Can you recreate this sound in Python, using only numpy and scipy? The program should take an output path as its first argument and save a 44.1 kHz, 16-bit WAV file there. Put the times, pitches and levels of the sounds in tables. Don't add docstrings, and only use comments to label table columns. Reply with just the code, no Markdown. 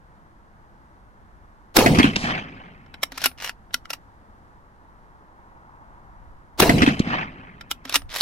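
import sys
import numpy as np
from scipy import signal
from scipy.fft import irfft
from scipy.io import wavfile
from scipy.ndimage import uniform_filter1d

SR = 44100
rng = np.random.default_rng(int(sys.argv[2]) if len(sys.argv) > 2 else 0)


def put_to_file(sound):
    columns = np.atleast_2d(sound).T
    safe = np.clip(columns, -1, 1)
    whole_steps = np.round(safe * 32767)
    wavfile.write(sys.argv[1], SR, whole_steps.astype(np.int16))


N = 362452

# frequency in Hz, relative level in dB per Hz.
AIR_SPECTRUM = [(12, -31.5), (20, -10), (53, -6.5), (172, -11.5), (216, -10.5), (255, -15), (347, -14.5),
                (377, -19), (642, -19), (873, -14), (1610, -21), (1910, -25.5), (2460, -37), (13500, -52),
                (16000, -65)]
ROAD_SPECTRUM = [(100, -26), (450, -14), (750, -5.5), (930, 1.5), (1100, -3.5), (1400, -7.5), (2000, -19.5),
                 (3500, -47), (16000, -70.5)]
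WIND_SPECTRUM = [(15, -4), (45, -0.5), (100, -10), (250, -35), (2000, -81)]
BLAST_SPECTRUM = [(30, -3), (120, -7), (400, 6), (900, 4), (2000, -4), (4500, -1), (8000, -11),
                  (16000, -12)]
WASH_SPECTRUM = [(25, -4.5), (70, -3.5), (130, -5.5), (300, 1), (600, 1.5), (1100, -5.5), (2000, -11),
                 (4000, -15), (8000, -27), (15000, -23)]
BOOM_SPECTRUM = [(25, -15), (70, -10.5), (110, -4.5), (160, 0), (270, -2.5), (340, -11), (450, -14.5),
                 (700, -24), (1100, -36), (2500, -60.5), (16000, -89.5)]
CRACK_SPECTRUM = [(100, -24.5), (350, -17.5), (700, -2), (1100, -2.5), (1500, -4.5), (2050, -2),
                  (2800, -2.5), (3700, -11), (5500, -15), (8000, -21.5), (12000, -21), (16000, -33.5)]
DISTANT_SPECTRUM = [(300, -26), (800, 1), (1500, 1), (2000, 0), (2350, 0.5), (2800, -2), (3500, -24),
                    (6000, -32), (16000, -71)]
SMACK_SPECTRUM = [(200, -1.5), (1000, 2), (2000, 2.5), (3300, 1.5), (5000, -2), (7000, -13.5),
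                  (10000, -25.5), (15000, -53)]
STEEL_SPECTRUM = [(60, -23.5), (250, -21.5), (600, -1.5), (1400, -1.5), (2200, 0), (3500, -2), (5500, -3),
                  (6700, -8), (9500, -12.5), (12000, -6.5), (14500, -16.5), (16000, -19.5)]
LIGHT_RUB_SPECTRUM = [(200, -13.5), (800, 0), (2500, 2.5), (5500, -1.5), (7500, -13), (16000, -24)]

# peak in seconds, spread in seconds, level in dB.
GUSTS = [(1.25, 0.27, -57), (2.8, .5, -57), (6.281, .15, -49), (8.047, 0.079, -39.5)]
BREEZE_DB = -54.5
CAR_S, CAR_PASS_S, CAR_DB, ROAD_DB = 5.75, .45, -52.5, -65.5

# start in seconds, level in dB, how fast the echoes of the shot lose treble
# in dB per kHz per s.
SHOTS = [(1.767, 0.5, 5), (6.6006, -0.5, 6.5)]
TREBLE_KNEE_HZ = 1620
# frequency in Hz, t60 in seconds.
WASH_T60 = [(40, 2.2), (200, .65), (450, 0.78), (800, 0.46), (1300, 0.33), (3000, .42), (8000, 0.78),
            (15000, 0.37)]
# delay in seconds, boom level in dB, boom pitch in Hz,
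# crack level in dB, lag of the right port in ms.
WALLS = [(0.0185, -10, 221, -13, .08), (.027, -14, 442, -20.5, .1), (.093, -7, 285, -11.5, -.38),
         (.1, -10, 676, -20.5, -0.31), (.18, -18, 253, -18.5, 0.43), (.219, -4, 195, -9, .4),
         (.232, -4.5, 261, -16.5, .46), (.262, -31, 250, -12.5, .36), (.275, -3, 263, -15, -.3),
         (.286, -25, 298, -19.5, 0.41), (0.471, -16, 210, -26.5, 0.16)]
# delay in seconds, spread in seconds,
# boom level in dB, crackle level in dB.
THICKETS = [(.15, .06, -16, -51), (0.225, 0.0262, -18, -23), (.3, 0.0397, -23, -31),
            (.52, .055, -30, -24.5), (.6, 0.058, -35, -28.5)]
# delay in seconds, level in dB, spread in seconds.
TREE_LINES = [(.53, -30, 0.017), (0.607, -28.5, 0.038), (.7, -47, .03), (.84, -48, 0.13)]
RUMBLE_DB, RUMBLE_RISE_S, RUMBLE_DB_PER_S = -21, .12, 31
CRACKLE_DB, CRACKLE_RISE_S, CRACKLE_DB_PER_S = -25, 0.18, 27.5

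# start in seconds, crack level in dB, tilt in dB per octave,
# thud level in dB, level of the spray of debris in dB.
IMPACTS = [(2.1592, -10, 1.5, -17.5, -36), (6.993, -21, 4.5, -3.5, -61)]
THUD_HZ, THUD_LATE_S, IMPACT_LAG_MS = 221, .0084, 0.275
SPRAY_LATE_S, SPRAY_SPREAD_S = 0.061, 0.073

# strike in seconds,
# level in dB, decay in seconds, receiver ring in dB relative to the blow.
CLACKS = [(2.86, -46.5, .005, -3), (2.9405, -35.5, 0.0059, -2.5), (3.0314, -10.5, 0.0031, -4.5),
          (3.313, -40.5, .004, -6), (3.4935, -20, 0.0031, -9.5), (3.707, -47.5, 0.0042, 3),
          (3.7417, -11, 0.0027, -4), (3.853, -34.5, 0.0033, 0), (3.9028, -21.5, 0.0052, -9),
          (3.931, -23, 0.0072, -8), (7.6094, -34, 0.0053, -3), (7.7112, -16, 0.004, -6),
          (8.0185, -36, 0.002, -5), (8.2093, -4, 0.0038, -7)]
PLAIN_DB, TILT_PER_DB, TOP_TILT_DB = -21.5, 0.31, 1.34
SOFT_EDGE_DB, SOFT_EDGE_S = -19, .004
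# frequency in Hz, relative level in dB, t60 in seconds.
RECEIVER_MODES = [(1362, -2, 0.045), (2013, -7, .018), (2370, -8.5, 0.02), (2940, 0.5, 0.023),
                  (3880, 2, 0.01), (4640, -11.5, .02), (5335, 1.5, .018), (7750, -5.5, 0.03),
                  (10900, -13, 0.034), (11800, -8, .012)]
STOCK_MODES = [(259, 0, 0.24), (365, -10, .08)]
CASE_MODES = [(9775, 0, .13), (13700, -4, .14)]
# start in seconds, time it hits its stop in seconds, effort in dB.
DRAWS = [(3.1198, 3.258, -0.5), (7.852, 7.9557, 0.5)]
# share of the stroke,
# level in dB before effort, decay in seconds, stock thump in dB relative to the blow.
CATCHES = [(0, -28.5, 0.0039, -6.5), (0.411, -21.5, .0045, -26), (0.696, -24, .0052, -28),
           (.869, -12.5, .0075, -35.5), (0.999, -8, .0055, -22.5)]
CASE_DB, CASE_PITCHES = -30, (1.0, .979)
# start in seconds, end in seconds, level in dB,
# easing in dB per s once the round is out of the magazine.
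PUSHES = [(3.373, 3.5, -29.5, 200), (8.087, 8.206, -27.5, 43)]

EDGE_HZ = 16000


def amp(db):
    return 10 ** (np.asarray(db) / 20)


def evened(x):
    return x / np.sqrt(np.mean(x ** 2) + 1e-20)


def read(points, hz):
    f, value = np.transpose(points)
    return np.interp(np.log(hz + 1), np.log(f + 1), value)


def clock(seconds):
    return np.arange(int(seconds * SR)) / SR


def add(mix, s, sound):
    part = mix[:, round(s * SR):][:, :sound.shape[-1]]
    part += sound[..., :part.shape[1]]


def swell(t, middle_s, spread_s):
    return np.exp(-((t - middle_s) / spread_s) ** 2)


def ripple(hz, depth_db, spacing_hz=110):
    knots = np.clip(rng.standard_normal(400), -2, 2)
    return depth_db * np.interp(hz / spacing_hz, np.arange(len(knots)), knots) * np.minimum(hz / 700, 1)


def noise(spectrum, size, lag_ms=0, alike_hz=3000, tilt_db=0, ripple_db=0):
    hz = np.fft.rfftfreq(size, 1 / SR)
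    left, other = np.exp(2j * np.pi * rng.random((2, len(hz))))
    alike = 1 / (1 + hz / alike_hz)
    right = alike * left + np.sqrt(1 - alike ** 2) * other
    right = right * np.exp(-2j * np.pi * hz * lag_ms / 10 ** 3)
    octaves = np.log2(np.maximum(hz, 500) / 500)
    colour = amp(read(spectrum, hz) + tilt_db * octaves + ripple(hz, ripple_db))
    return evened(irfft(np.array([left, right]) * colour, size))


def grain(size, depth_db, hz):
    knots = np.clip(rng.standard_normal(N // 10), -2, 2)
    wander = np.interp(np.arange(size) * hz / SR, np.arange(len(knots)), knots)
    return evened(amp(depth_db * wander))


def fade(x, db_per_s, patchy_db=3):
    hz, t, z = signal.stft(x, SR, nperseg=256)
    patches = uniform_filter1d(rng.standard_normal(z.shape[1:]), size=2, axis=0)
    patches = evened(uniform_filter1d(patches, size=7, axis=1))
    depth_db = patchy_db * np.minimum(hz / 1000, 1)
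    gain = amp(depth_db[:, None] * np.clip(patches, -2, 2) - db_per_s(hz)[:, None] * t)
    return signal.istft(z * gain, SR, nperseg=256)[1][:, :x.shape[1]]


def burst(sound, force):
    return evened(sound * force) * np.sqrt(np.mean(force ** 2))


def ring(modes, t, pitch=1, vary_db=0):
    hz, db, t60 = np.transpose(modes)[..., None]
    chance, phase, spread = rng.standard_normal((3, len(modes), 1))
    size = amp(db + vary_db * chance - 60 * t / t60)
    angle = 2 * np.pi * (hz * pitch * t + phase)
    skew = spread * np.minimum(hz / 6000, .7)
    return np.array([(size * np.sin(angle + side * skew)).sum(0) for side in (-1, 1)])


def outdoors(air_db=-53.0):
    t = np.arange(N) / SR
    air = amp(air_db) * noise(AIR_SPECTRUM, N, lag_ms=.33, alike_hz=1800) * grain(N, depth_db=0.5, hz=6.2)
    car = amp(CAR_DB) / np.hypot(1, (t - CAR_S) / CAR_PASS_S)
    traffic = np.hypot(amp(ROAD_DB), car)
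    road = traffic * noise(ROAD_SPECTRUM, N, lag_ms=0.29, alike_hz=12000) * grain(N, depth_db=0.64, hz=8)
    gust_power = sum((amp(db) * swell(t, s, spread_s)) ** 2 for s, spread_s, db in GUSTS)
    wind = np.sqrt(amp(BREEZE_DB) ** 2 + gust_power)
    lumps = noise(WIND_SPECTRUM, N, alike_hz=25) * grain(N, depth_db=1.5, hz=3)
    return air + road + wind * lumps


def lead_in(lead_s, rush_db=-13, rush_s=0.0061):
    t = clock(lead_s)
    return amp(rush_db) * np.exp((t - lead_s) / rush_s) * noise(BLAST_SPECTRUM, len(t))


def ground_wash(t, wash_rise_s=0.014):
    wash = noise(WASH_SPECTRUM, len(t), alike_hz=1800, ripple_db=4.0)
    wash = fade(wash, lambda hz: 60 / read(WASH_T60, hz), patchy_db=4.5)
    rise = np.minimum(.3 + (t / wash_rise_s) ** 2, 1)
    return wash * grain(len(t), depth_db=-0.5, hz=400) * rise


def muzzle(drive_db=3, hold_s=.0042, release_s=.0012, ceiling_db=-4.5, wash_db=-12.0,
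           push_db=-17, push_s=.006):
    t = clock(0.99)
    blast = amp(drive_db) * noise(BLAST_SPECTRUM, len(t), lag_ms=.2, alike_hz=1200)
    blast = blast * np.exp(-np.maximum(t - hold_s, 0) / release_s)
    overloaded = amp(ceiling_db) * np.tanh(2 * blast)
    push = amp(push_db) * (1 - t / push_s) * np.exp(-t / push_s)
    return overloaded + push + amp(wash_db) * ground_wash(t)


def stirred_air(buffet_db=-40, buffet_s=.15):
    t = clock(.6)
    return amp(buffet_db) * np.exp(-t / buffet_s) * noise(WIND_SPECTRUM, len(t), alike_hz=15)


def slap(row, spectrum, swell_s, decay_s, tilt_db=0, late_s=0):
    boom_db, boom_hz, crack_db, lag_ms = row
    t = clock(.15)
    port_lag_s = np.array([[0], [lag_ms / 10 ** 3]])
    age = np.maximum(t - late_s - port_lag_s, 0)
    boom = age / swell_s * np.exp(1 - age / swell_s) * np.sin(2 * np.pi * boom_hz * age)
    crack = noise(spectrum, len(t), lag_ms, alike_hz=14080, tilt_db=tilt_db, ripple_db=3.5)
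    crack = crack * grain(len(t), depth_db=3.0, hz=504)
    force = np.exp(-t / decay_s) * (1 - np.exp(-t / .0008))
    return amp(boom_db) * boom + amp(crack_db) * burst(crack, force)


def roll(t, db, rise_s, db_per_s):
    return amp(db - db_per_s * t) * (1 - swell(t, 0, rise_s))


def field(near_s=.03, near_tilt_db=4, far_tilt_db=.3, hiss_db=-46, hiss_s=0.37):
    t = clock(2)
    low = roll(t, RUMBLE_DB, RUMBLE_RISE_S, RUMBLE_DB_PER_S)
    high = roll(t, CRACKLE_DB, CRACKLE_RISE_S, CRACKLE_DB_PER_S)
    for s, spread_s, boom_db, crackle_db in THICKETS:
        low = np.hypot(low, amp(boom_db) * swell(t, s, spread_s))
        high = np.hypot(high, amp(crackle_db) * swell(t, s, spread_s))
    boom = low * noise(BOOM_SPECTRUM, len(t), lag_ms=0.057, alike_hz=4000)
    crackle = high * noise(CRACK_SPECTRUM, len(t), lag_ms=.32, alike_hz=5500, ripple_db=2.5)
    far_level = sum(amp(db) * swell(t, s, spread_s) for s, db, spread_s in TREE_LINES)
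    distant = far_level * noise(DISTANT_SPECTRUM, len(t), lag_ms=0.41, alike_hz=5500)
    trunks = grain(len(t), depth_db=3.0, hz=425.5) * grain(len(t), depth_db=0.3, hz=60)
    grass_spectrum = [(1000, -31.5), (5000, 1), (13000, -1.5), (16000, -8.5)]  # Hz, dB per Hz
    grass = amp(hiss_db) * np.exp(-t / hiss_s) * noise(grass_spectrum, len(t))
    out = boom + (crackle + distant) * trunks + grass
    for s, *row in WALLS:
        tilt_db = far_tilt_db + near_tilt_db * np.exp(-s / near_s)
        add(out, s, slap(row, CRACK_SPECTRUM, swell_s=0.003, decay_s=.012, tilt_db=tilt_db))
    return out


def impact(crack_db, tilt_db, thud_db, spray_db):
    t = clock(.6)
    out = noise(SMACK_SPECTRUM, len(t), IMPACT_LAG_MS, alike_hz=9000, tilt_db=7.0)
    out = out * grain(len(t), depth_db=-0.5, hz=625)
    out = amp(spray_db) * out * swell(t, SPRAY_LATE_S, SPRAY_SPREAD_S)
    hit = (thud_db, THUD_HZ, crack_db, IMPACT_LAG_MS)
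    add(out, 0, slap(hit, SMACK_SPECTRUM, swell_s=.0015, decay_s=0.0058, tilt_db=tilt_db, late_s=THUD_LATE_S))
    return out


def rifle():
    out, lead_s = np.zeros((2, N)), .025
    echoes = field()
    rush = lead_in(lead_s)
    for s, db, dulling_db in SHOTS:
        def treble_loss(hz):
            return dulling_db * np.maximum(hz - TREBLE_KNEE_HZ, 0) / 10 ** 3

        add(out, s - lead_s, amp(db) * rush)
        add(out, s, amp(db) * muzzle())
        add(out, s, amp(db) * fade(echoes, treble_loss, patchy_db=4.0))
        add(out, s, amp(db) * stirred_air())
    for s, *landing in IMPACTS:
        add(out, s, impact(*landing))
    return out


def receiver(contact, db):
    t = clock(.04)
    modes = ring(RECEIVER_MODES, t, pitch=rng.uniform(.97, 1.03), vary_db=1.5) * np.exp(-t / .012)
    modes = modes / np.linalg.norm(modes[0])
    return contact + amp(db) * signal.fftconvolve(contact, modes, axes=1)[:, :contact.shape[1]]


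def stock_thump(t, grip_s=0.054):
    modes = ring(STOCK_MODES, t, pitch=rng.uniform(.94, 1.1), vary_db=2.5)
    return modes * (1 - np.exp(-t / 0.004)) * np.exp(-t / grip_s)


def clack(s, db, decay_s, thump_db, ring_db, rise_s=0.00076, stock_db=-1):
    t, lead_s = clock(.25), .025
    age = t - lead_s
    blow = np.exp(-np.maximum(age, 0) / decay_s) * (1 + np.tanh(age / rise_s - 1)) / 2
    soft_edge = amp(SOFT_EDGE_DB) * np.exp(-abs(age) / SOFT_EDGE_S)
    tilt_db = min(TILT_PER_DB * (db - PLAIN_DB), TOP_TILT_DB)
    contact = noise(STEEL_SPECTRUM, len(t), lag_ms=0.034, alike_hz=3970, tilt_db=tilt_db, ripple_db=2.0)
    contact = contact * grain(len(t), depth_db=4, hz=1250.4)
    sound = receiver(burst(contact, blow + soft_edge), ring_db)
    add(sound, lead_s, amp(thump_db + stock_db) * stock_thump(t))
    return s - lead_s, amp(db) * sound


def clacks():
    out = np.zeros((2, N))
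    for s, db, decay_s, ring_db in CLACKS:
        add(out, *clack(s, db, decay_s, thump_db=-28, ring_db=ring_db))
    for (start, stop, effort_db), pitch in zip(DRAWS, CASE_PITCHES):
        for share, db, decay_s, thump_db in CATCHES:
            strike_s = start + share * (stop - start)
            add(out, *clack(strike_s, db + effort_db, decay_s, thump_db, ring_db=-10))
        add(out, stop, amp(CASE_DB + effort_db) * ring(CASE_MODES, clock(.25), pitch))
    return out


def scrape(length_s, db, climb_db, peak_share, release_s, ease_db_per_s=0, bright_db=-29, ring_db=-13):
    t, peak_s = clock(.25), peak_share * length_s
    climb = climb_db * np.maximum(1 - t / peak_s, 0)
    ease = ease_db_per_s * np.maximum(t - peak_s, 0)
    push = amp(db - climb - ease) * (1 - np.exp(-t / 0.0056))
    push = push * np.exp(-np.maximum(t - length_s, 0) / release_s)
    hard = np.minimum(push / amp(bright_db), 1) ** 2
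    light = noise(LIGHT_RUB_SPECTRUM, len(t), lag_ms=0.034, alike_hz=5030)
    heavy = noise(STEEL_SPECTRUM, len(t), lag_ms=0.022, alike_hz=5000, tilt_db=0.3)
    slips = grain(len(t), depth_db=5.5, hz=700.4) * grain(len(t), depth_db=1.7, hz=121)
    contact = np.sqrt(1 - hard) * light + np.sqrt(hard) * heavy
    return receiver(push * slips * contact, ring_db)


def slides(draw_db=-34):
    out = np.zeros((2, N))
    for start, stop, effort_db in DRAWS:
        back = scrape(stop - start, draw_db + effort_db, climb_db=21, peak_share=0.85, release_s=0.019)
        add(out, start, back)
    for start, end, db, ease_db_per_s in PUSHES:
        forward = scrape(end - start, db, climb_db=19, peak_share=0.61, release_s=0.011,
                         ease_db_per_s=ease_db_per_s)
        add(out, start, forward)
    return out


def yard(x, wet_db=-19, decay_s=0.014):
    t = clock(.25)
    tail = rng.standard_normal((2, len(t))) * np.exp(-t / decay_s) * (t > .004)
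    tail = tail / np.linalg.norm(tail[0])
    return x + amp(wet_db) * signal.fftconvolve(x, tail, axes=1)[:, :N]


def scene(bolt_left_db=0.05):
    bolt = yard(clacks() + slides()) * amp([[bolt_left_db], [-bolt_left_db]])
    return outdoors() + rifle() + bolt


def record(dry):
    knee = .7
    inner = np.clip(dry, -knee, knee)
    clipped = inner + (1 - knee) * np.tanh((dry - inner) / (1 - knee))
    band = signal.firwin(255, EDGE_HZ, window=("kaiser", 8), fs=SR)
    return signal.oaconvolve(clipped, band[None], "same")


dry = scene()
out = record(dry)
put_to_file(out)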